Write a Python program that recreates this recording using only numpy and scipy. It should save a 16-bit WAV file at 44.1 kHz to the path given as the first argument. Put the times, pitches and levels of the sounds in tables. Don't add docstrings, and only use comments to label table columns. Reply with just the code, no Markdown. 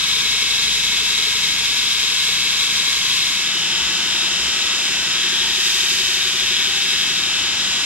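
import sys
import numpy as np
from scipy import signal
from scipy.fft import rfft, irfft, next_fast_len
from scipy.io import wavfile
from scipy.ndimage import map_coordinates

SR = 44100
rng = np.random.default_rng(int(sys.argv[2]) if len(sys.argv) > 2 else 0)


def materialize(psi):
    bounded = np.clip(np.atleast_2d(psi).T, -1, 1)
    quanta = np.round(bounded * 32767).astype(np.int16)
    wavfile.write(sys.argv[1], SR, quanta)


N = 346185
TIME = np.arange(N) / SR
HZ = np.fft.rfftfreq(next_fast_len(N), 1 / SR)
EDGE_HZ = 15600
FREE_TURNS_PER_S, SAG_TURNS_PER_S = 37.962, 0.064
WHEEL_TURNS_PER_LAP = 3.2065
TOUCH_S, BITE_S, LIFT_S = 0.24, 0.16, 0.2

# touch, bite and lift in seconds,
# held pressure in dB before the push is added, place from 0 (first spot) to 1 (second spot).
PASSES = [(-0.4, -0.055, 3.45, -0.87, 0.091), (5.143, 5.498, 7.25, -4.5, 1)]
# time in seconds, push in dB.
PUSH = [(5.45, 0.5), (5.66, 7.5), (5.93, 6.5), (6.05, 4.5), (6.25, 3.5), (6.55, -3), (6.78, 1.5), (7.0, -1),
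        (7.2, -1)]
# frequency in Hz, share of the power from 0 to 1.
GRIT_REPEAT = [(1000, 0.75), (4000, 0.75), (7000, 0.86), (12000, 0.36)]


def from_db(db):
    return 10 ** (np.asarray(db) / 20)


def curve(rows, axis=1):
    columns = np.transpose(rows)
    return np.interp(TIME, columns[0], columns[axis])


def spectrum(rows, axis=1):
    columns = np.transpose(rows)
    return np.interp(np.log(HZ + 1), np.log(columns[0]), columns[axis])


def colour(x, gain):
    size = next_fast_len(N)
    return irfft(rfft(x, size) * gain, size)[..., :N]


def chance(*shape):
    return (rng.standard_normal(shape) + 1j * rng.standard_normal(shape)) / np.sqrt(2)


def drift(rate_hz, above_hz=0.1):
    slow = colour(rng.standard_normal(N), np.exp(-(HZ / rate_hz) ** 2) * (HZ > above_hz))
    return slow / slow.std()


def step(at_s, length_s):
    return (1 + np.tanh(2 * (TIME - at_s) / length_s)) / 2


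def wavering(angle, waver, per_s):
    flutter = chance(256)
    swing = 1 + waver * np.interp(TIME * per_s, np.arange(len(flutter)), flutter)
    swing = swing / np.hypot(1, waver)
    tone = np.sqrt(2) * swing * np.exp(1j * (angle + 2 * np.pi * rng.random()))
    return np.array([tone.real, rng.choice([-1, 1]) * tone.imag])


def revolving(rate, heights, memory_turns):
    turns = np.cumsum(rate) / SR
    count = int(turns[-1]) + 2
    size = 2 ** int(np.log2(len(heights)) + 4)
    keep = np.exp(-1 / memory_turns)
    start = keep * chance(2, 1, len(heights))
    fresh = chance(2, count, len(heights))
    orders = signal.lfilter([np.sqrt(1 - keep ** 2)], [1, -keep], fresh, axis=1, zi=start)[0]
    shapes = irfft(orders * heights, size) * size * np.sqrt(rate.mean() / 2)
    where = [turns, turns % 1 * size]
    return np.array([map_coordinates(s, where, order=1, mode="grid-wrap") for s in shapes])


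def rubbing(lap_rate, repeat, memory_turns):
    share = spectrum(repeat)
    laps = revolving(lap_rate, np.ones(int(EDGE_HZ / lap_rate.mean())), memory_turns)
    fresh = rng.standard_normal((2, N)) * np.sqrt(SR / 2)
    return colour(laps, np.sqrt(share)) + colour(fresh, np.sqrt(1 - share))


def resonate(x, hz, width_hz):
    turn = np.exp(2j * np.pi * np.cumsum(hz) / SR)
    r = np.exp(-np.pi * width_hz / SR)
    return 2 * (turn * signal.lfilter([(1 - r) ** 2], [1, -2 * r, r * r], x / turn)).real


def wandering(x, gain, detune=0.0032, wander_hz=2.0):
    shift = np.clip(drift(wander_hz) / 2, -1, 1)
    out = 0
    for k in (-1, 0, 1):
        tuned = colour(x, 1j * np.interp(HZ / (1 + detune * k), HZ, gain))
        out = out + np.maximum(1 - abs(shift - k), 0) * tuned
    return out


def handling(laid_on_db=-13.0):
    contact = held = 0
    for touch_s, bite_s, lift_s, held_db, _ in PASSES:
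        laid_on = step(touch_s, TOUCH_S) * (1 - step(lift_s, LIFT_S))
        bite = step(bite_s, BITE_S)
        contact = contact + laid_on
        held = held + laid_on * ((1 - bite) * from_db(laid_on_db) + bite * from_db(held_db))
    place = curve([(s, spot) for touch_s, _, lift_s, _, spot in PASSES for s in (touch_s, lift_s)])
    return contact, held * from_db(curve(PUSH)), place


def grinding(lap_rate, contact, pressure, place, wear_db=-0.08, tremble_db=0.64,
             first_ring_db=-0.5, second_ring_db=-0.1, chatter_db=-0.1, chatter_hz=131, ring_loss=0.24):
    # frequency in Hz, level in dB per Hz.
    grit = [(300, -109), (1000, -78), (1900, -68), (2500, -62.5), (3300, -63), (4000, -61.5), (4500, -59),
            (5500, -60), (7000, -62), (9300, -73), (12400, -75), (15300, -88.5)]
    # frequency in Hz,
    # distance in Hz to half the amplitude, dB per Hz at the first spot, dB per Hz at the second.
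    blade = [(1280, 25, -85, -71), (1650, 73, -61.5, -60.5), (1833, 34, -74, -57), (2175, 20, -54, -61),
             (2226, 53, -55, -58.5), (2320, 17, -58, -65), (2450, 94, -60, -59), (2585, 56, -54.5, -59),
             (2860, 21, -72, -58), (3218, 39, -49.5, -48.5), (3320, 44, -51, -53), (3405, 66, -51.5, -53.5),
             (3537, 38, -51, -54), (3674, 54, -51.5, -50), (3792, 22, -45.5, -55), (3920, 40, -47, -52),
             (4003, 27, -47.5, -55), (4250, 42, -52, -59), (5010, 86, -63, -60), (5880, 250, -64, -63),
             (7840, 60, -80, -70), (8580, 110, -65.5, -69), (9800, 150, -73, -87), (10500, 90, -70, -92),
             (11300, 60, -73, -92), (12100, 1200, -92, -80.5)]
    wear = np.sin(2 * np.pi * np.cumsum(lap_rate) / SR)
    bite = from_db(wear_db * wear + tremble_db * drift(24, above_hz=1.7))
    scrape = rubbing(lap_rate, GRIT_REPEAT, memory_turns=30.4) * bite
    hiss = colour(scrape, from_db(spectrum(grit)))

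    first = second = 0
    for hz, width, first_db, second_db in blade:
        peak = 1 / (1 + ((HZ - hz) / width) ** 2) ** 2
        first = first + peak * from_db(first_db) ** 2
        second = second + peak * from_db(second_db) ** 2
    ring = (1 - place) * wandering(scrape, np.sqrt(first)) + place * wandering(scrape, np.sqrt(second))
    ring = ring * from_db(chatter_db * drift(chatter_hz, above_hz=12.0) - ring_loss * curve(PUSH))
    ring_trim = from_db((0.5 - place) * first_ring_db + place * second_ring_db)
    return pressure * hiss + contact * ring_trim * ring


def skim(lap_rate, skim_db=-51.0, skim_hz=3200.0, width_hz=110.0):
    touch_s, bite_s = PASSES[-1][:2]
    scrape = rubbing(lap_rate, GRIT_REPEAT, memory_turns=20)
    ring = colour(scrape, from_db(skim_db) / (1 + ((HZ - skim_hz) / width_hz) ** 2))
    return ring * step(touch_s, TOUCH_S) * (1 - step(bite_s, BITE_S))


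def moan(moan_hz=795.0, waver=1.2, flutter_per_s=20.0):
    # time in seconds, level in dB.
    moan_level = [(5.3, -85), (5.6, -46), (5.85, -59), (6.1, -49), (6.5, -54), (6.95, -44), (7.1, -58),
                  (7.3, -85)]
    return from_db(curve(moan_level)) * wavering(2 * np.pi * moan_hz * TIME, waver, flutter_per_s)


def wheel_whine(speed, load, place, treble_db=1.0, treble_hz=4300.0,
                free_waver=0.39, loaded_waver=0.03, flutter_per_s=15.0, stray_hz=1.1, strays_per_s=5):
    # multiple of the wheel's speed,
    # dB running free, dB heard in the first pass, dB heard in the second.
    wheel_tones = [(30, -49, -52, -51), (33, -54, -63, -49), (34, -46, -51, -50), (39, -47, -54, -47),
                   (40, -47, -50, -47), (42, -48, -48, -43), (45, -47, -50, -55), (51, -42, -46, -44),
                   (52, -50, -48, -48), (57, -39, -36, -48), (60, -48, -49, -46), (63, -42, -48, -54),
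                   (64, -38, -44, -41), (66, -46, -44, -42), (70, -32.5, -34.5, -35), (72, -36.5, -38, -36),
                   (76, -41, -46, -52), (78, -35, -39, -36), (80, -38, -41, -42), (81, -33.5, -38, -30.5),
                   (84, -37, -42, -40), (85, -52, -37, -42), (86, -37, -46, -39), (87, -39, -46, -41),
                   (88, -40, -43, -41), (90, -35.5, -45, -35), (93, -40, -42, -48), (96, -35, -38, -37),
                   (99, -32, -31.5, -31), (100, -31, -33, -32), (102, -35.5, -46, -44),
                   (105, -45, -44, -42), (118, -43, -46, -47), (120, -44, -51, -49), (126, -50, -51, -53),
                   (129, -42, -47, -47), (132, -38, -42, -42), (135, -41, -47, -44), (138, -42, -50, -51),
                   (144, -44, -51, -52), (147, -39, -44, -45), (150, -42, -52, -44), (153, -42, -45, -42),
                   (156, -45, -53, -51), (159, -42, -49, -47), (174, -48, -47, -46), (177, -44, -54, -50),
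                   (178, -44, -44, -48), (182, -41, -50, -54), (184, -44, -52, -52), (188, -46, -51, -55),
                   (192, -44, -52, -56), (222, -49, -58, -56), (234, -56, -56, -56), (252, -52, -60, -64),
                   (279, -58, -66, -67)]
    angle = 2 * np.pi * np.cumsum(speed) / SR
    waver = free_waver + loaded_waver * load
    out = np.zeros((2, N))
    for order, free_db, first_db, second_db in wheel_tones:
        in_pass = from_db(first_db) * (1 - place) + from_db(second_db) * place
        height = from_db(free_db) * (1 - load) + in_pass * load
        height = height * from_db(treble_db * (order * FREE_TURNS_PER_S > treble_hz))
        stray = stray_hz * np.interp(TIME * strays_per_s, np.arange(64), rng.standard_normal(64))
        tone_angle = order * angle + 2 * np.pi * np.cumsum(stray) / SR
        out += height * wavering(tone_angle, waver, flutter_per_s)
    return out


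def wheel_whirr(speed, level_db=-2.0, threefold_db=2, uneven_db=2.5):
    # frequency in Hz, level in dB per Hz.
    whirr = [(100, -82), (600, -80), (1200, -76.5), (2300, -65.5), (3300, -62), (4300, -60.5), (5500, -67),
             (7000, -79), (8500, -74), (11000, -93), (15000, -100)]
    order = np.arange(int(EDGE_HZ / speed.mean()))
    uneven = uneven_db * rng.uniform(-1, 1, len(order))
    heights = from_db(uneven + threefold_db * (order % 3 == 0))
    comb = revolving(speed, heights / np.sqrt(np.mean(heights ** 2)), memory_turns=11.5)
    return colour(comb, from_db(spectrum(whirr))) * from_db(level_db)


def belt(lap_rate, pressure, free_db=2.5, pressed_db=-3.5, bass_pressed_db=-1.5, bass_hz=406.0):
    # frequency in Hz, level in dB per Hz.
    belt_colour = [(20, -86), (48, -83), (72, -68), (115, -73), (170, -66.5), (270, -67), (400, -70),
                   (540, -76), (850, -71.5), (1000, -68), (1380, -69), (1620, -62.5), (1880, -69),
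                   (2050, -66), (2500, -64.5), (2850, -60.5), (3300, -59), (3800, -58.5), (4400, -63.5),
                   (5400, -64), (6200, -65.5), (7000, -64.5), (8000, -70.5), (9000, -76), (12300, -81.5),
                   (15300, -97)]
    # frequency in Hz, share of the power from 0 to 1.
    belt_repeat = [(60, 0.3), (200, 0.74), (1000, 0.49), (2500, 0.36), (5000, 0.02), (12000, 0)]
    # time in seconds, change in dB.
    shade = [(0, -3), (1.9, -2), (2.5, -1), (3.3, -0.8), (3.55, -0.8), (4.0, 0), (5.5, 0.3), (6.3, 0),
             (7.85, -0.6)]
    sound = colour(rubbing(lap_rate, belt_repeat, memory_turns=41), from_db(spectrum(belt_colour)))
    bass = colour(sound, 1 / (1 + (HZ / bass_hz) ** 4))
    rustle = (sound - bass) * from_db(free_db + pressed_db * pressure + curve(shade))
    return bass * from_db(bass_pressed_db * pressure) + rustle


def belt_span(lap_rate, hum_width_hz=35.5, joint_share=0.74, growl_width_hz=213.0):
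    # time in seconds, pitch in Hz, level in dB per Hz.
    span_hum = [(0, 433, -63), (1.9, 432, -63.5), (2.9, 459, -69), (3.3, 434, -74), (3.5, 345, -67),
                (5.1, 347, -69), (5.4, 369, -58.5), (6.3, 373, -60), (7.15, 377, -60.5), (7.3, 346, -67)]
    # time in seconds, centre in Hz, level in dB per Hz.
    growl = [(0, 1110, -62.5), (0.5, 1040, -67), (1.0, 1000, -66), (1.7, 1025, -67), (2.3, 1080, -65),
             (2.9, 1069, -65.5), (3.35, 1080, -65), (3.6, 1100, -100)]
    # frequency in Hz, share of the power from 0 to 1.
    growl_repeat = [(300, 0.45), (1100, 0.74)]
    laps = np.floor(np.cumsum(lap_rate) / SR + rng.random())
    joint = np.diff(laps, prepend=0) * SR / np.sqrt(2 * lap_rate)
    rustle = np.sqrt(SR / 2) * rng.standard_normal((2, N))
    flap = np.sqrt(joint_share) * joint * np.array([[1], [0]]) + np.sqrt(1 - joint_share) * rustle
    hum = from_db(curve(span_hum, axis=2)) * resonate(flap, curve(span_hum), hum_width_hz)
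    shake = rubbing(lap_rate, growl_repeat, memory_turns=22)
    return hum + from_db(curve(growl, axis=2)) * resonate(shake, curve(growl), growl_width_hz)


def drone(speed, level_db=-1.5, roller_hz=909.8):
    # frequency in Hz, level in dB.
    low_tones = [(87, -54.5), (116, -61), (142, -54.5), (166.9, -50.5), (177.6, -62.5), (201, -50),
                 (228, -55), (290.7, -54.5), (699.8, -55)]
    # time in seconds, level in dB.
    roller = [(0, -63.5), (0.55, -62), (0.75, -58), (1.6, -48), (1.8, -62), (3.3, -64), (3.6, -46),
              (4.4, -50), (4.7, -70), (5.5, -44), (5.9, -49), (6.4, -64), (7.3, -57), (7.85, -49)]
    angle = 2 * np.pi * np.cumsum(speed / speed.mean()) / SR
    low = sum(from_db(db + level_db) * wavering(hz * angle, waver=0.68, per_s=9.0) for hz, db in low_tones)
    return low + from_db(curve(roller)) * wavering(roller_hz * angle, waver=0.8, per_s=20.0)


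def motor(hum_hz=59.2, rumble_db=-64.5, rumble_hz=70.0):
    # time in seconds, level in dB.
    hum_level = [(0.0, -47.5), (1.3, -48), (2.5, -51.5), (3.6, -57), (7.85, -64)]
    rumble = colour(rng.standard_normal((2, N)), HZ / (1 + (HZ / rumble_hz) ** 6))
    hum = wavering(2 * np.pi * hum_hz * TIME, waver=0.3, per_s=12.0)
    return from_db(curve(hum_level)) * hum + from_db(rumble_db) * rumble / rumble.std()


def swells(swell_hz=61.2, swell_s=0.058):
    # peak in seconds, level in dB.
    booms = [(3.85, -43.5), (4.45, -44), (4.98, -47), (5.47, -48), (6.02, -50), (6.45, -48), (7.0, -51),
             (7.45, -48)]
    height = sum(from_db(db) * np.exp(-((TIME - s) / swell_s) ** 2) for s, db in booms)
    return height * wavering(2 * np.pi * swell_hz * TIME, waver=0.22, per_s=16.0)


def arm_shadow(sound, at_s=7.5, length_s=0.11, dip_db=-2, above_hz=8000):
    bass = colour(sound, 1 / (1 + (HZ / above_hz) ** 4))
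    return bass + (sound - bass) * from_db(dip_db * np.exp(-((TIME - at_s) / length_s) ** 2))


def ports(pair):
    # frequency in Hz, likeness from 0 to 1, lead of the left in radians,
    # left minus right in dB.
    port_rows = [(50, 0.92, 0, -0.5), (300, 0.93, 0.22, 0), (1000, 0.81, 0.28, -0.5),
                 (2050, 0.67, -0.2, 1.5), (3686, 1, -1.6, 5), (4490, 0.6, -3, 1), (5300, 0.5, -1.5, -3),
                 (5570, 0.41, -2, -0.5), (6980, 0.6, -4.5, -1), (7410, 0.1, -0.5, -3),
                 (7480, 0.44, -4.5, -7), (8800, 0.13, -1.5, -14.5), (11000, 0.33, -2.5, -12),
                 (14200, .12, -1, -7.5), (15500, 0.2, -13, -9)]
    same = spectrum(port_rows)
    lead, tilt = spectrum(port_rows, axis=2), from_db(spectrum(port_rows, axis=3))
    sides = np.array([tilt * np.exp(1j * lead), np.ones(len(HZ))]) * np.sqrt(2 / (1 + tilt ** 2))
    shared = np.sqrt((1 + same) / 2)
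    apart = np.sqrt((1 - same) / 2) * np.array([[1], [-1]])
    return colour(pair[0], sides * shared) + colour(pair[1], sides * apart)


def scene(full_load_db=-0.88, damped_db=-1.0):
    contact, pressure, place = handling()
    load = np.clip(pressure / from_db(full_load_db), 0, 1)
    speed = FREE_TURNS_PER_S - SAG_TURNS_PER_S * np.sqrt(load)
    lap_rate = speed / WHEEL_TURNS_PER_LAP
    blade_sound = grinding(lap_rate, contact, pressure, place) + skim(lap_rate) + moan()
    wheel = wheel_whine(speed, load, place) + wheel_whirr(speed)
    rollers = drone(speed) * from_db(damped_db * load)
    machine = wheel + belt(lap_rate, pressure) + belt_span(lap_rate) + rollers + motor() + swells()
    return ports(arm_shadow(blade_sound + machine))


def record(dry):
    low_pass = signal.firwin(511, EDGE_HZ, window=("kaiser", 9), fs=SR)
    return signal.oaconvolve(dry, low_pass[None], "same")


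dry = scene()
out = record(dry)
materialize(out)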